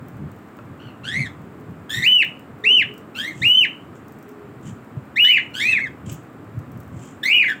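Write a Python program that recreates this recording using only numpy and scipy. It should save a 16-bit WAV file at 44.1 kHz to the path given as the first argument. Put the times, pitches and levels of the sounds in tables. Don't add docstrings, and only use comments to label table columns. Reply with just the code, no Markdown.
import sys
import numpy as np
from scipy import signal
from scipy.fft import rfft, irfft
from scipy.io import wavfile
from scipy.ndimage import uniform_filter1d

SR = 44100
rng = np.random.default_rng(int(sys.argv[2]) if len(sys.argv) > 2 else 0)


def materialize(psi):
    bounded = np.clip(np.atleast_2d(psi).T, -1, 1)
    quanta = np.round(bounded * 32767).astype(np.int16)
    wavfile.write(sys.argv[1], SR, quanta)


N = 335160


def gain_of(db):
    return 10 ** (np.asarray(db) / 20)


def evened(x):
    return x / np.sqrt(np.mean(x ** 2) + 1e-20)


def read(points, hz):
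    f, value = np.transpose(points)
    return np.interp(np.log(hz + 1), np.log(f + 1), value)


def add(mix, s, sound):
    part = mix[max(round(s * SR), 0):][:len(sound)]
    part += sound[:len(part)]


def noise(colour):
    hz = np.fft.rfftfreq(N, 1 / SR)
    spectrum = rfft(rng.standard_normal(N)) * gain_of(read(colour, hz))
    return evened(irfft(spectrum, N))


def wander(rate_hz, size=32768):
    hz = np.fft.rfftfreq(size, 1 / SR)
    spectrum = rfft(rng.standard_normal(size)) * np.exp(-(hz / rate_hz) ** 2)
    return evened(irfft(spectrum, size))


# (frequency [Hz], relative density [dB])
AIR_SPECTRUM = [(24, -41), (40, -35.5), (106, -10), (256, 3), (491, -8.5), (790, -11.5), (896, -13.5),
                (1210, -10.5), (2570, -25.5), (4030, -37), (6170, -44), (7540, -36.5), (11600, -49.5),
                (14800, -37), (16000, -45)]


def room_noise(level_db=-42):
    return gain_of(level_db) * noise(AIR_SPECTRUM)


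# (frequency [Hz], relative density [dB])
RUMBLE_SPECTRUM = [(21, -54.5), (35, -37.5), (84, -5), (119, 0.5), (166, -3.5), (291, -16), (456, -28.5),
                   (496, -38), (600, -25.5), (780, -56), (1320, -120)]
# (time [s], relative peak level [dB], time to fall 10 dB [s])
RUMBLE_SWELLS = [(.08, -33, 0.12), (.23, -26.5, 0.08), (.7, -36, .12), (.88, -35, .04), (1.195, -21.5, .05),
                 (1.41, -37.5, 0.2), (1.69, -34, 0.13), (1.98, -31.5, .08), (2.86, -32.5, 0.05),
                 (3.43, -28, 0.06), (4.51, -32.5, 0.02), (4.68, -29, 0.07), (4.99, -32.5, 0.05),
                 (5.74, -37, 0.25), (6.1, -25, 0.06), (6.58, -29.5, 0.05), (6.77, -32, 0.1),
                 (6.94, -31, 0.1)]
REST_DB, RESTLESS_DB, RESTLESS_HZ = -46.5, 3.5, 5.8


def rumble(level_db=-2):
    t = np.arange(N) / SR
    stir_db = REST_DB + RESTLESS_DB * wander(RESTLESS_HZ, size=N)
    for s, db, width in RUMBLE_SWELLS:
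        stir_db = np.maximum(stir_db, db - 10 * abs(t - s) / width)
    return gain_of(stir_db + level_db) * noise(RUMBLE_SPECTRUM)


# (time [s], relative level [dB])
SEED_CRACKS = [(0.0844, -36), (0.1694, -43), (0.316, -38.5), (0.3631, -44), (0.569, -42), (1.4174, -44),
               (1.5988, -47), (2.2468, -29), (2.394, -38), (2.9386, -35.5), (2.9791, -32), (4.0824, -36),
               (4.1214, -36.5), (4.187, -39.5), (4.2268, -37), (4.291, -36.5), (4.3144, -42.5),
               (6.118, -30), (6.128, -25), (6.142, -31), (6.5904, -37), (6.7171, -37.5), (6.7744, -38.5),
               (6.803, -36), (6.8314, -41), (6.8773, -41)]
# (frequency [Hz], relative level [dB])
CRACK_SPECTRUM = [(1000, -21.5), (3000, -19), (5000, -6), (7800, -0.5), (10500, -12.5), (13000, -1),
                  (15500, 5.5)]


def seeds(level_db=-7, decay_s=0.0036, crumbs_per_s=16, crumb_db=-60):
    force, t = np.zeros(N), np.arange(SR // 30) / SR
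    for s, db in SEED_CRACKS:
        add(force, s, gain_of([db + level_db]))
    falls = rng.random(N) < crumbs_per_s / SR
    force += falls * gain_of(crumb_db + 4 * rng.standard_normal(N))
    envelope = signal.oaconvolve(force, np.exp(-t / decay_s))[:N]
    return envelope * noise(CRACK_SPECTRUM)


# (time [s], relative level [dB], pitch [Hz])
SOFT_BUMPS = [(0.221, -22.5, 151), (1.982, -26, 103), (3.414, -24, 120), (4.972, -21, 136),
              (6.073, -21, 119.7), (6.576, -20.5, 110)]


def bumps(level_db=-1, rise_s=0.0065):
    out, t = np.zeros(N), np.arange(SR // 8) / SR
    for s, db, hz in SOFT_BUMPS:
        envelope = t / rise_s * np.exp(1 - t / rise_s)
        add(out, s - .004, gain_of(db + level_db) * envelope * np.sin(2 * np.pi * hz * t))
    return out


# (time [s], direct peak level [dB])
TRAY_TAPS = [(.589, -28.5)]
# (frequency [Hz], relative level [dB], time to fall 60 dB [s])
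TRAY_MODES = [(600, -2, 0.057), (1110, -4, 0.059), (1365, 4, 0.032), (2540, -9, .03)]


def taps():
    out, t = np.zeros(N), np.arange(SR // 10) / SR
    ring = sum(gain_of(db - 60 * t / t60) * np.sin(2 * np.pi * hz * t) for hz, db, t60 in TRAY_MODES)
    for s, db in TRAY_TAPS:
        add(out, s, gain_of(db) * ring / abs(ring).max())
    return out


# (frequency [Hz], gain [dB])
THROAT_RESPONSE = [(600, -48), (1600, -14), (2500, 4), (3600, 2.5), (4600, -5), (5400, -9), (6200, -5.5),
                   (7200, -1), (8800, -3), (9600, -13.5), (10300, -2), (12500, -7.5), (14500, 1),
                   (16200, -11.5)]
SHRILL_HZ, SHRILL_WIDTH_HZ = 14900, 1300


def throat(hz, shrill_db):
    return read(THROAT_RESPONSE, hz) + shrill_db * np.exp(-((hz - SHRILL_HZ) / SHRILL_WIDTH_HZ) ** 2 / 2)


def rush(fall_db, shrill_db, knee_hz=4500, size=32768):
    hz = np.fft.rfftfreq(size, 1 / SR)
    colour_db = throat(hz, shrill_db) - fall_db * np.log2(np.maximum(hz / knee_hz, 1))
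    return irfft(rfft(rng.standard_normal(size)) * gain_of(colour_db), size)


def glide(scoop_s, climb_s, fall_s, first_hz, knee_hz, top_hz, last_hz, bend, ease=1.3):
    t = np.arange(0, scoop_s + climb_s + fall_s + .004, 1 / SR)
    scoop = np.clip(t / scoop_s, 0, 1)
    climb = np.clip((t - scoop_s) / climb_s, 0, 1)
    fall = np.clip((t - scoop_s - climb_s) / fall_s, 0, 1)
    hz = first_hz + (knee_hz - first_hz) * scoop + (top_hz - knee_hz) * (1 - (1 - climb) ** ease)
    hz = hz + (last_hz - top_hz) * (fall ** 2 + fall ** bend) / 2
    return t, uniform_filter1d(hz, size=440, mode="nearest")


def gate(t, attack_s, release_s):
    return np.clip(np.minimum(t / attack_s, (t[-1] - t) / release_s), 0, 1)


def opening(t, length_s):
    return np.exp(-(t / length_s) ** 4)


# (frequency [Hz], gain [dB])
FUNDAMENTAL_CARRY = [(1250, -23), (1600, -15), (1850, -10), (2200, -6.5), (2550, -6.5), (2950, 0),
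                     (3150, -2.5)]
BUZZ_DEPTH, JITTER = .03, .016
GRIT = .33


def chirp(t, hz, tone_db, source_db, rasp, fall_db, shrill_db, buzz_hz=105, tremor=.004,
          flutter=0.61, slack_db=14, rush_db=-3, count=12):
    fall_db = fall_db + slack_db * np.maximum(1 - rasp, 0) * (1 - hz / hz.max())
    drift, shake, waver, swell = (wander(rate)[:len(t)] for rate in (60, 450, 120, 250))
    buzz = np.sin(2 * np.pi * np.cumsum(buzz_hz * (1 + .2 * drift)) / SR)
    tone_db = tone_db + read(FUNDAMENTAL_CARRY, hz)
    roughness = np.minimum(rasp, 1) * (BUZZ_DEPTH * buzz + JITTER * shake)
    hz = hz * (1 + roughness + tremor * waver)
    phase = 2 * np.pi * np.cumsum(hz) / SR
    voice = gain_of(tone_db) * np.sin(phase)
    for k in range(2, count):
        level_db = source_db - fall_db * (k - 2) + throat(k * hz, shrill_db)
        level_db += 3.5 * wander(110)[:len(t)]
        grit = 1 + GRIT * rasp * wander(600)[:len(t)]
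        audible = k * hz < SR / 2
        voice += gain_of(level_db) * grit * np.sin(k * phase) * audible
    air = rush(fall_db.min(), shrill_db)[:len(t)]
    voice += rasp * gain_of(source_db - fall_db + rush_db) * air
    throb = np.exp(rasp * flutter * (buzz + 1.8 * np.tanh(swell)) / 2)
    return np.sqrt(2) * voice * throb


# (start [s], climb [s], fall [s], first pitch [Hz], top pitch [Hz], relative level [dB],
#  relative overtone level [dB], extra overtones at the start [dB], harsh time [s], change by the end [dB],
#  rasp [1 = full], base rolloff per overtone [dB], room re direct [dB], shrillness [dB])
SQUAWK_CALLS = [(.785, 0.049, 0.082, 1297, 1490, -31, -58, 4, .11, -6, .9, 9, -5, -8),
                (1.034, .14, 0.079, 1300, 2200, -17, -40.5, 0.5, .12, -6, 1, 5.1, -8.5, -22),
                (1.892, .145, 0.018, 1600, 2040, -14.5, -45, 10, .115, -12, 1.1, 3.5, -3.5, 6),
                (3.145, 0.13, 0.028, 1270, 2170, -16.5, -44, 8, .115, -14, .75, 4, -6, 9),
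                (5.236, .07, .085, 1620, 2460, -12, -48, 15.5, .062, -7, .9, 8.5, -5.5, 15),
                (5.534, 0.14, 0.049, 1350, 2130, -19, -39.5, 4, .15, -3, .92, 4.5, -6, 3),
                (7.478, .005, .03, 1600, 1780, -8, -44, 2, .03, -10, .9, 5, -7, 12)]
SQUAWK_SCOOP_S, SQUAWK_BEND = .02, 1.2
SQUAWK_KNEE, SQUAWK_DROOP = 1.1, .77
SQUAWK_FULL_HZ, SQUAWK_WEAK_DB_PER_HZ = 1420, .05
SQUAWK_SWELL_DB = 3.5


def squawk(start, climb_s, fall_s, first_hz, top_hz, level_db, over_db, bite_db, harsh_s, fade_db,
           rasp, rolloff_db, room_db, shrill_db):
    t, hz = glide(SQUAWK_SCOOP_S, climb_s, fall_s, first_hz, SQUAWK_KNEE * first_hz, top_hz,
                  SQUAWK_DROOP * top_hz, SQUAWK_BEND, ease=1.05)
    weakness_db = np.maximum(SQUAWK_FULL_HZ - hz, 0) * SQUAWK_WEAK_DB_PER_HZ
    effort_db = fade_db * (t / t[-1]) ** 3 - weakness_db
    bite = opening(t, harsh_s)
    tone_db = level_db + effort_db - SQUAWK_SWELL_DB * bite
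    source_db = over_db + effort_db + bite_db * bite
    voice = chirp(t, hz, tone_db, source_db, rasp, rolloff_db, shrill_db)
    return start, voice * gate(t, attack_s=.012, release_s=.012), room_db


# (start [s], length [s], first pitch [Hz], last pitch [Hz], relative level [dB])
FAR_HOOTS = [(1.283, 0.61, 414, 430.6, -48), (2.613, 0.11, 435.4, 408, -33.5),
             (2.854, .14, 400.6, 438, -42.5), (3.252, 0.088, 274.4, 353, -39.5),
             (4.203, 0.31, 429.5, 395.7, -41.5)]


def hoots(waver=.015):
    out = np.zeros(N)
    for s, length, first_hz, last_hz, db in FAR_HOOTS:
        hz = np.linspace(first_hz, last_hz, int(length * SR))
        hz = hz * (1 + waver * np.resize(wander(40), len(hz)))
        tone = np.sqrt(2) * np.sin(2 * np.pi * np.cumsum(hz) / SR)
        add(out, s, gain_of(db) * tone * signal.windows.tukey(len(hz), .6))
    return out


# (start [s], scoop [s], climb [s], fall [s], knee pitch [Hz], top pitch [Hz], bend of the fall [exponent],
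#  relative level [dB], relative overtone level [dB], extra overtones at the start [dB], reedy time [s],
#  rasp after the start [1 = full], shrillness [dB])
WHISTLE_CALLS = [(2.021, .058, 0.056, .097, 2989, 3015, 12, -7.5, -43.5, 13, .048, .05, 13.5),
                 (2.637, .027, .073, .093, 2620, 3055, 3.5, -9.5, -44.5, 9, .02, 0.042, -3),
                 (3.416, .043, .123, .075, 2800, 3070, 5, -10, -45, 12, .022, .06, 16.5),
                 (5.158, .047, .086, .095, 2850, 3000, 3.6, -8.5, -46.5, 13, .02, .05, 21),
                 (5.596, .018, .091, 0.089, 2100, 2630, 3, -11, -53, 15, .055, .33, 0),
                 (5.793, .008, .02, .056, 1998, 2220, 1.2, -18.5, -56, 11, .01, .45, 8.5),
                 (7.229, .063, .052, .104, 2320, 2930, 2.6, -11.5, -50.5, 19, .074, .36, 19),
                 (7.236, .018, .122, .130, 2030, 2490, 3, -12.5, -55, 11, .04, .7, 15)]
# (frequency [Hz], gain [dB])
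LOW_PITCH_REEDINESS = [(1550, 12), (1900, 4), (2300, -1), (3100, 0)]
WHISTLE_FIRST_HZ, WHISTLE_LAST_HZ = 1689, 1597
WHISTLE_ROLLOFF_DB, WHISTLE_ROOM_DB = 5.4, -11
WHISTLE_SWELL_DB = 4.5
WHISTLE_BITE_RASP = .25


def whistle(start, scoop_s, climb_s, fall_s, knee_hz, top_hz, bend, level_db, over_db, bite_db,
            reedy_s, rasp, shrill_db, release_s=0.0061):
    t, hz = glide(scoop_s, climb_s, fall_s, WHISTLE_FIRST_HZ, knee_hz, top_hz,
                  WHISTLE_LAST_HZ, bend, ease=1.35)
    bite = opening(t, reedy_s)
    tone_db = level_db - WHISTLE_SWELL_DB * bite
    source_db = over_db + bite_db * bite + read(LOW_PITCH_REEDINESS, hz) * (1 - bite)
    roughness = rasp + WHISTLE_BITE_RASP * bite
    voice = chirp(t, hz, tone_db, source_db, roughness, WHISTLE_ROLLOFF_DB, shrill_db)
    return start, voice * gate(t, attack_s=.006, release_s=release_s), WHISTLE_ROOM_DB


# (start [s], length [s], relative level [dB])
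FEATHER_SWISHES = [(3.269, 0.37, -50.5), (3.929, 0.083, -62.5), (4.609, .13, -52.5), (6.037, .15, -49),
                   (6.894, 0.31, -54)]
# (frequency [Hz], relative level [dB])
FEATHER_SPECTRUM = [(1500, -22.5), (2400, -6.5), (3000, -1.5), (4100, -17.5), (6000, -10), (7400, 0),
                    (8800, -12.5), (10500, -27.5), (15000, -25)]


def feathers(patchy_db=4):
    level = np.zeros(N)
    for s, length, db in FEATHER_SWISHES:
        add(level, s, gain_of(db) * np.hanning(int(length * SR)))
    return level * gain_of(patchy_db * wander(150, size=N)) * noise(FEATHER_SPECTRUM)


# (delay [s], amplitude gain [ratio])
EARLY_ECHOES = [(.0019, 0.17), (.0043, -0.078), (.0078, 0.27), (0.0095, -.13), (0.0166, 0.2)]


def reflections(x):
    out = x.copy()
    for delay, gain in EARLY_ECHOES:
        add(out, delay, gain * x)
    return out


# (frequency [Hz], time to fall 60 dB [s])
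ROOM_DECAY = [(300, .4), (1800, 0.22), (3000, 0.32), (4200, 0.18), (7000, 0.33), (15000, 0.11)]


def room(x, onset_s=0.0032):
    hz, t, z = signal.stft(rng.standard_normal(SR), SR, nperseg=256)
    decay = gain_of(-60 * t / read(ROOM_DECAY, hz)[:, None])
    tail = signal.istft(z * decay, SR, nperseg=256)[1]
    tail = tail * np.clip(np.arange(len(tail)) / SR / onset_s - .5, 0, 1)
    return signal.fftconvolve(x, tail / np.linalg.norm(tail))[:N]


def scene(birds_db=0, small_room_db=-7, hoot_direct_db=-7, hoot_room_db=-3):
    direct, sent = np.zeros(N), np.zeros(N)
    calls = [whistle(*row) for row in WHISTLE_CALLS] + [squawk(*row) for row in SQUAWK_CALLS]
    for s, call, room_db in calls:
        wet = gain_of(room_db)
        call = call * gain_of(birds_db) / np.hypot(1, wet)
        add(direct, s, call)
        add(sent, s, wet * call)
    small, far = seeds() + taps() + feathers(), hoots()
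    near = reflections(direct) + small + gain_of(hoot_direct_db) * far
    near = near + bumps() + room_noise() + rumble()
    sent = sent + gain_of(small_room_db) * small + gain_of(hoot_room_db) * far
    return (near + room(sent))[None]


def record(dry, low_cut_hz=58, ceiling_db=-7, recovery_db_per_s=90, edge_hz=16100):
    x = signal.sosfilt(signal.butter(3, low_cut_hz, "highpass", fs=SR, output="sos"), dry[0])
    peak_db = 10 * np.log10(2 * abs(uniform_filter1d(x ** 2, size=130)) + 1e-12)
    fall = np.arange(N) * recovery_db_per_s / SR
    held_db = np.maximum.accumulate(peak_db + fall) - fall
    over_db = np.maximum(held_db - ceiling_db, 0)
    x = x / gain_of(uniform_filter1d(over_db, size=90))
    band_limit = signal.firwin(511, edge_hz, window=("kaiser", 9), fs=SR)
    return signal.oaconvolve(x, band_limit, "same")[None]


dry = scene()
out = record(dry)
materialize(out)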